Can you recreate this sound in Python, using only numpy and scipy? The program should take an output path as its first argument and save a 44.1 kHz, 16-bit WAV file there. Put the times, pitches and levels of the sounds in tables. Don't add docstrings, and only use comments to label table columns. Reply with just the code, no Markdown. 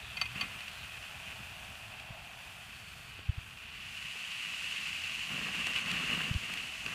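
import sys
import numpy as np
from scipy import signal
from scipy.fft import rfft, irfft
from scipy.io import wavfile

SR = 44100
rng = np.random.default_rng(int(sys.argv[2]) if len(sys.argv) > 2 else 0)


def persist_wave(psi):
    counts = np.round(np.clip(psi, -1, 1) * 32767).astype(np.int16)
    wavfile.write(sys.argv[1], SR, np.atleast_2d(counts).T)


N = 306054
TIME = np.arange(N) / SR


def gain_of(db):
    return 10 ** (np.asarray(db) / 20)


def unit_rms(x):
    return x / np.sqrt(np.mean(x ** 2) + 1e-20)


def level_curve(rows):
    return np.interp(TIME, *np.transpose(rows))


def add(mix, start_s, sound):
    part = mix[max(round(start_s * SR), 0):][:len(sound)]
    part += sound[:len(part)]


def coloured(x, spectrum, size=4096):
    hz, db = np.transpose(spectrum)
    bin_hz = abs(np.fft.fftfreq(size, 1 / SR))
    log_gain = np.log(gain_of(np.interp(np.log(bin_hz + 1), np.log(hz + 1), db)))
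    ring = np.fft.ifft(np.exp(np.conj(signal.hilbert(log_gain)))).real
    return signal.oaconvolve(x, ring[:size // 2])[:len(x)]


def band(x, hz, kind, order=4):
    return signal.sosfilt(signal.butter(order, hz, kind, fs=SR, output="sos"), x)


def wander(slow_hz, fast_hz):
    hz = np.fft.rfftfreq(N, 1 / SR) + 1e-3
    spectrum = rfft(rng.standard_normal(N)) * (hz > slow_hz) * (hz < fast_hz) / np.sqrt(hz)
    return unit_rms(irfft(spectrum, N))


def bursts(per_s, spread_db, cap_db, hiss_db):
    size = gain_of(np.minimum(spread_db * rng.exponential(1, N), cap_db)) * rng.choice([-1, 1], N)
    clicks = unit_rms(size * (rng.random(N) < per_s / SR))
    return unit_rms(clicks + gain_of(hiss_db) * rng.standard_normal(N))


# first touch t/s, settling time/s, crackle/dB, spray/dB, drying loss/dB
MEAT_PIECES = [(-1.0451, 1.52, -45.5, -58, 6.5), (3.5, 1.23, -38.5, -54, 7)]

def pieces():
    drying_s, spray_loss_share = 1.86, 0.57
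    crackle, spray = [], []
    for touch_s, settle_s, crackle_db, spray_db, loss_db in MEAT_PIECES:
        contact = np.clip((TIME - touch_s) / settle_s, 0, 1) ** .8
        settled_s = np.maximum(TIME - touch_s - settle_s, 0)
        dried_db = loss_db * (1 - np.exp(-settled_s / drying_s))
        crackle.append(contact * gain_of(crackle_db - dried_db))
        spray.append(contact * gain_of(spray_db - spray_loss_share * dried_db))
    return crackle, spray


# f/Hz, relative level/dB
SEARED_CRACKLE = [(500, -24), (1000, -14), (1110, -9.5), (1220, -11), (1450, -7), (1650, -9), (2250, -8.5),
                  (2420, -2), (2600, .5), (3000, -5), (3500, -10.5), (3950, -16.5), (4600, -15.5),
                  (5300, -22)]
FRESH_CRACKLE = [(500, -40), (940, -26), (1120, -16), (1300, -20.5), (1550, -14), (1690, -17.5),
                 (1850, -11.5), (2340, -8), (2650, 0), (2930, -1.5), (3130, -9.5), (3700, -17),
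                 (4550, -16.5), (5300, -23)]
FAT_CRACKLE = [(940, -28), (1150, -15), (1370, -21), (1600, -14), (1720, -20), (1870, -11.5), (2520, -7.5),
               (2680, 0), (2810, .5), (2990, -4.5), (3110, -12), (3850, -21.5), (4300, -20), (5300, -27)]
# f/Hz, relative level/dB
SEARED_SPRAY = [(5000, 1), (7200, 1), (9700, -1), (11500, -4.5), (15300, -8)]
FRESH_SPRAY = [(5000, -1), (6200, 0), (7000, 1), (9000, -4.5), (11700, -12), (15300, -20)]
# t/s, relative level/dB
FIZZ_DIPS = [(1.8, 0.5), (2.13, -3.6), (2.45, 0.5), (3.05, 0.5), (3.31, -5.5), (3.48, 0), (3.68, -3),
             (3.95, 1)]

def sizzle(meat, mist, fat):
    clusters, crackle, fizz = wander(3.7, 60), 0, 0
    for strength, colour in zip([*meat, fat], [SEARED_CRACKLE, FRESH_CRACKLE, FAT_CRACKLE]):
        bubbles = band(bursts(per_s=3000, spread_db=4.5, cap_db=12.5, hiss_db=-2), 5100, "low", order=8)
        crackle += strength * unit_rms(coloured(bubbles, colour))
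    seared_mist, fresh_mist = mist
    fatty_mist = np.hypot(fresh_mist, gain_of(-19.5) * fat)
    for strength, colour in [(seared_mist, SEARED_SPRAY), (fatty_mist, FRESH_SPRAY)]:
        spray = band(bursts(per_s=7000, spread_db=1.0, cap_db=3, hiss_db=-4.5), 4680, "high", order=8)
        fizz += strength * unit_rms(coloured(spray, colour))
    return crackle * gain_of(0.44 * clusters) + fizz * gain_of(level_curve(FIZZ_DIPS) + 0.35 * clusters)


# t/s, duration/s, level/dB, start f/Hz, end f/Hz
STEAM_JETS = [(.0, 0.18, -57, 3790, 3300), (0.679, 0.18, -58, 4500, 3720), (2.598, 0.72, -66, 4470, 4400)]

def steam_jets():
    out = np.zeros(N)
    for start_s, length_s, db, start_hz, end_hz in STEAM_JETS:
        hz = np.linspace(start_hz, end_hz, round(length_s * SR))
        turbulence = unit_rms(band(rng.standard_normal(N), 220, "low", order=2))[:len(hz)]
        hiss = unit_rms(turbulence * np.sin(2 * np.pi * np.cumsum(hz) / SR))
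        add(out, start_s, gain_of(db) * hiss * signal.windows.tukey(len(hz), .5))
    return out


# f/Hz, relative level/dB
FLAME_SPECTRUM = [(60, -30), (120, -8.5), (165, 2), (225, -0.5), (280, -8), (360, -14.5), (480, -12),
                  (650, -16), (900, -16), (1150, -7), (1350, -10), (1900, -7), (3000, -36)]
FIREBOX_SPECTRUM = [(400, -23), (540, -10.5), (650, 1.5), (740, 2), (850, -2), (1000, -5.5), (1300, -30)]
# t/s, level/dB
DRAUGHT_LEVEL = [(0, -62.5), (.9, -62), (1.35, -58), (1.9, -59.5), (2.15, -56.5), (2.8, -65.5), (3.6, -68),
                 (6.94, -62)]

def flames(flare, fresh_crackle):
    flutter = bursts(per_s=1000, spread_db=-0.5, cap_db=8, hiss_db=-13.0)
    flutter = unit_rms(coloured(flutter, FLAME_SPECTRUM))
    rush = unit_rms(coloured(rng.standard_normal(N), FIREBOX_SPECTRUM))
    burner, drip_flames = gain_of(-64), gain_of(-21) * fresh_crackle
    fire = np.sqrt(burner ** 2 + drip_flames ** 2 + flare ** 2)
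    draught = np.hypot(gain_of(level_curve(DRAUGHT_LEVEL)), gain_of(-18) * flare)
    return flutter * fire * gain_of(2.4 * wander(7, 45)) + rush * draught * gain_of(wander(1.5, 34))


# t/s, level/dB
WIND_LEVEL = [(0, -56.5), (.27, -52), (.6, -58.5), (1.4, -55.5), (2.15, -57), (2.52, -61), (3.2, -55.5),
              (3.55, -60.5), (4.03, -58), (4.17, -67), (5.05, -59.5), (5.75, -57), (5.93, -52),
              (6.2, -57.5), (6.72, -60.5), (6.94, -55.5)]
# f/Hz, relative level/dB
WIND_SPECTRUM = [(12, -40), (20, -29), (29, -60), (39, 0.5), (65, 1), (125, -1), (330, -25), (430, -17.5),
                 (730, -120)]
# centre t/s, peak level/dB, f/Hz
EDDIES = [(0.361, -37, 172), (2.109, -36, 127), (3.2968, -19, 86), (3.384, -29, 84), (6.3143, -23, 114),
          (6.3508, -30.5, 153), (6.3623, -23.5, 74.4)]

def wind():
    rumble = unit_rms(coloured(rng.standard_normal(N), WIND_SPECTRUM))
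    out = rumble * gain_of(level_curve(WIND_LEVEL) + 1.3 * wander(2.9, 25))
    t = TIME[:SR // 10] - .05
    for centre_s, db, hz in EDDIES:
        puff = -np.cos(2 * np.pi * hz * t) * np.exp(-(hz * t / 0.49) ** 2)
        add(out, centre_s + t[0], gain_of(db) * puff)
    return out


# t/s, level/dB, favoured f/Hz, roll-off about it/(dB per octave)
RING_EVENTS = [(.1686, -26.5, 3400, 12), (0.1734, -29, 2700, 13), (.2132, -19, 4500, 5.5),
               (.2548, -26.5, 2610, 20), (0.355, -31, 2580, 32), (0.4101, -21.5, 3260, 6.5),
               (0.436, -33, 2550, 24)]
# f/Hz, relative level/dB, T60/s
RING_MODES = [(724, -6.5, 0.066), (1138, -9, .085), (1340, -14, 0.1), (2088, -14, 0.31), (2464, -4, 0.067),
              (2540, -11.5, 0.14), (2600, -6, 0.048), (3100, -5, 0.03), (3240, -10, 0.045),
              (3900, -17, 0.044), (4547, -0.5, 0.042), (6190, -19, 0.068)]

def clinks_and_ringing_crackle():
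    out, t = np.zeros(N), TIME[:SR // 3]
    hz, mode_db, t60 = np.transpose(RING_MODES)[:, :, None]
    noise_spectrum = [(200, -26), (600, -2.0), (3000, 5), (5200, -10.0), (15000, -20.5)]
    attack = 1 - np.exp(-t / 0.0014)
    for start_s, db, favoured_hz, rolloff_db in RING_EVENTS:
        cycles = hz * t + rng.random(hz.shape)
        excited_db = mode_db - rolloff_db * abs(np.log2(hz / favoured_hz))
        ring = (gain_of(excited_db - 60 * t / t60) * np.sin(2 * np.pi * cycles)).sum(0)
        noise = unit_rms(coloured(rng.standard_normal(len(t)), noise_spectrum))
        noise *= gain_of(-6.5 - 0.46 * rolloff_db - 60 * t / 0.044)
        add(out, start_s, gain_of(db) * (ring + noise) * attack)
    return out


# t/s, burning time/s, flame level/dB, crackle level/dB
FAT_FLARES = [(.335, 0.092, -51, -44.5), (1.24, .08, -61, -51), (5.27, 0.21, -46.5, -42.5),
              (5.51, 0.21, -50, -38.3), (5.735, 0.043, -49, -33.5), (5.85, 0.4, -44, -36.5),
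              (6.085, 0.043, -47, -38.5), (6.4, 0.19, -52, -44), (6.828, .12, -48, -46)]

def flares():
    attack_s, flame_release_s, fat_release_s = 0.027, 0.12, 0.049
    flame_power, fat_power, t = np.zeros(N), np.zeros(N), TIME[:SR]
    caught = np.minimum(t / attack_s, 1)
    for start_s, burn_s, flame_db, fat_db in FAT_FLARES:
        spent_s = np.maximum(t - burn_s, 0)
        add(flame_power, start_s, (gain_of(flame_db) * caught * np.exp(-spent_s / flame_release_s)) ** 2)
        add(fat_power, start_s, (gain_of(fat_db) * caught * np.exp(-spent_s / fat_release_s)) ** 2)
    return np.sqrt(flame_power), np.sqrt(fat_power)


# t/s, peak level of the pop/dB, snap relative to the pop/dB, T60/s
FAT_SPITS = [(.590, -34, -18, .025), (.6065, -32, -20, .014), (.680, -30, -20, .05), (1.027, -34, -14, .02),
             (1.999, -34, -18, .015), (4.026, -33, -16, .015), (4.318, -35, -18, .012),
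             (5.150, -28, -18, .02), (5.1925, -29, -18, .025), (5.425, -27, -20, .008),
             (5.555, -27, -16, .015), (5.669, -22, -11, .012), (5.7355, -24, -20, .006),
             (5.761, -20, -26, .025), (5.860, -27, -18, .03), (5.9145, -21, -13, .016),
             (6.3405, -28, -20, .015), (6.5383, -24.5, -11, .016), (6.5735, -30, -18, .012),
             (6.8623, -24, -20, .012)]

def spits():
    out, t = np.zeros(N), TIME[:SR // 15]
    for start_s, db, snap_db, t60 in FAT_SPITS:
        burst = (rng.standard_normal(len(t)) + 2 * (t == 0)) * gain_of(-60 * t / t60)
        pop = coloured(band(burst, 5100, "low"), FRESH_CRACKLE)
        snap = coloured(band(burst, 5100, "high"), SEARED_SPRAY)
        add(out, start_s, gain_of(db) * (pop / abs(pop).max() + gain_of(snap_db) * snap / abs(snap).max()))
    return grill_echo(out, t60=0.12, echo_db=-11)


def grill_echo(x, t60, echo_db):
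    t = TIME[:SR // 5]
    taps = rng.standard_normal(len(t)) * (rng.random(len(t)) < .05) * (t > .002) * gain_of(-60 * t / t60)
    return x + gain_of(echo_db) * signal.oaconvolve(x, taps / np.linalg.norm(taps))[:len(x)]


# t/s, peak level/dB
HANDLING_KNOCKS = [(.977, -62), (3.191, -46), (4.155, -43), (5.0993, -49), (5.6685, -36)]

def knocks():
    out, t = np.zeros(N), TIME[:SR // 10]
    for start_s, db in HANDLING_KNOCKS:
        thud = band(rng.standard_normal(len(t)) * gain_of(-60 * t / .025), [220, 1100], "band", order=2)
        add(out, start_s, gain_of(db) * thud / abs(thud).max())
    return out


def scene():
    meat, mist = pieces()
    flare, fat = flares()
    cooking = sizzle(meat, mist, fat) + spits() + steam_jets() + flames(flare, fresh_crackle=meat[1])
    return (cooking + wind() + clinks_and_ringing_crackle() + knocks())[None]


def record(dry):
    cutoff_hz = 15450
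    lowpass = signal.firwin(511, cutoff_hz, window=("kaiser", 9), fs=SR)
    return signal.oaconvolve(dry, lowpass[None], "same")


dry = scene()
out = record(dry)
persist_wave(out)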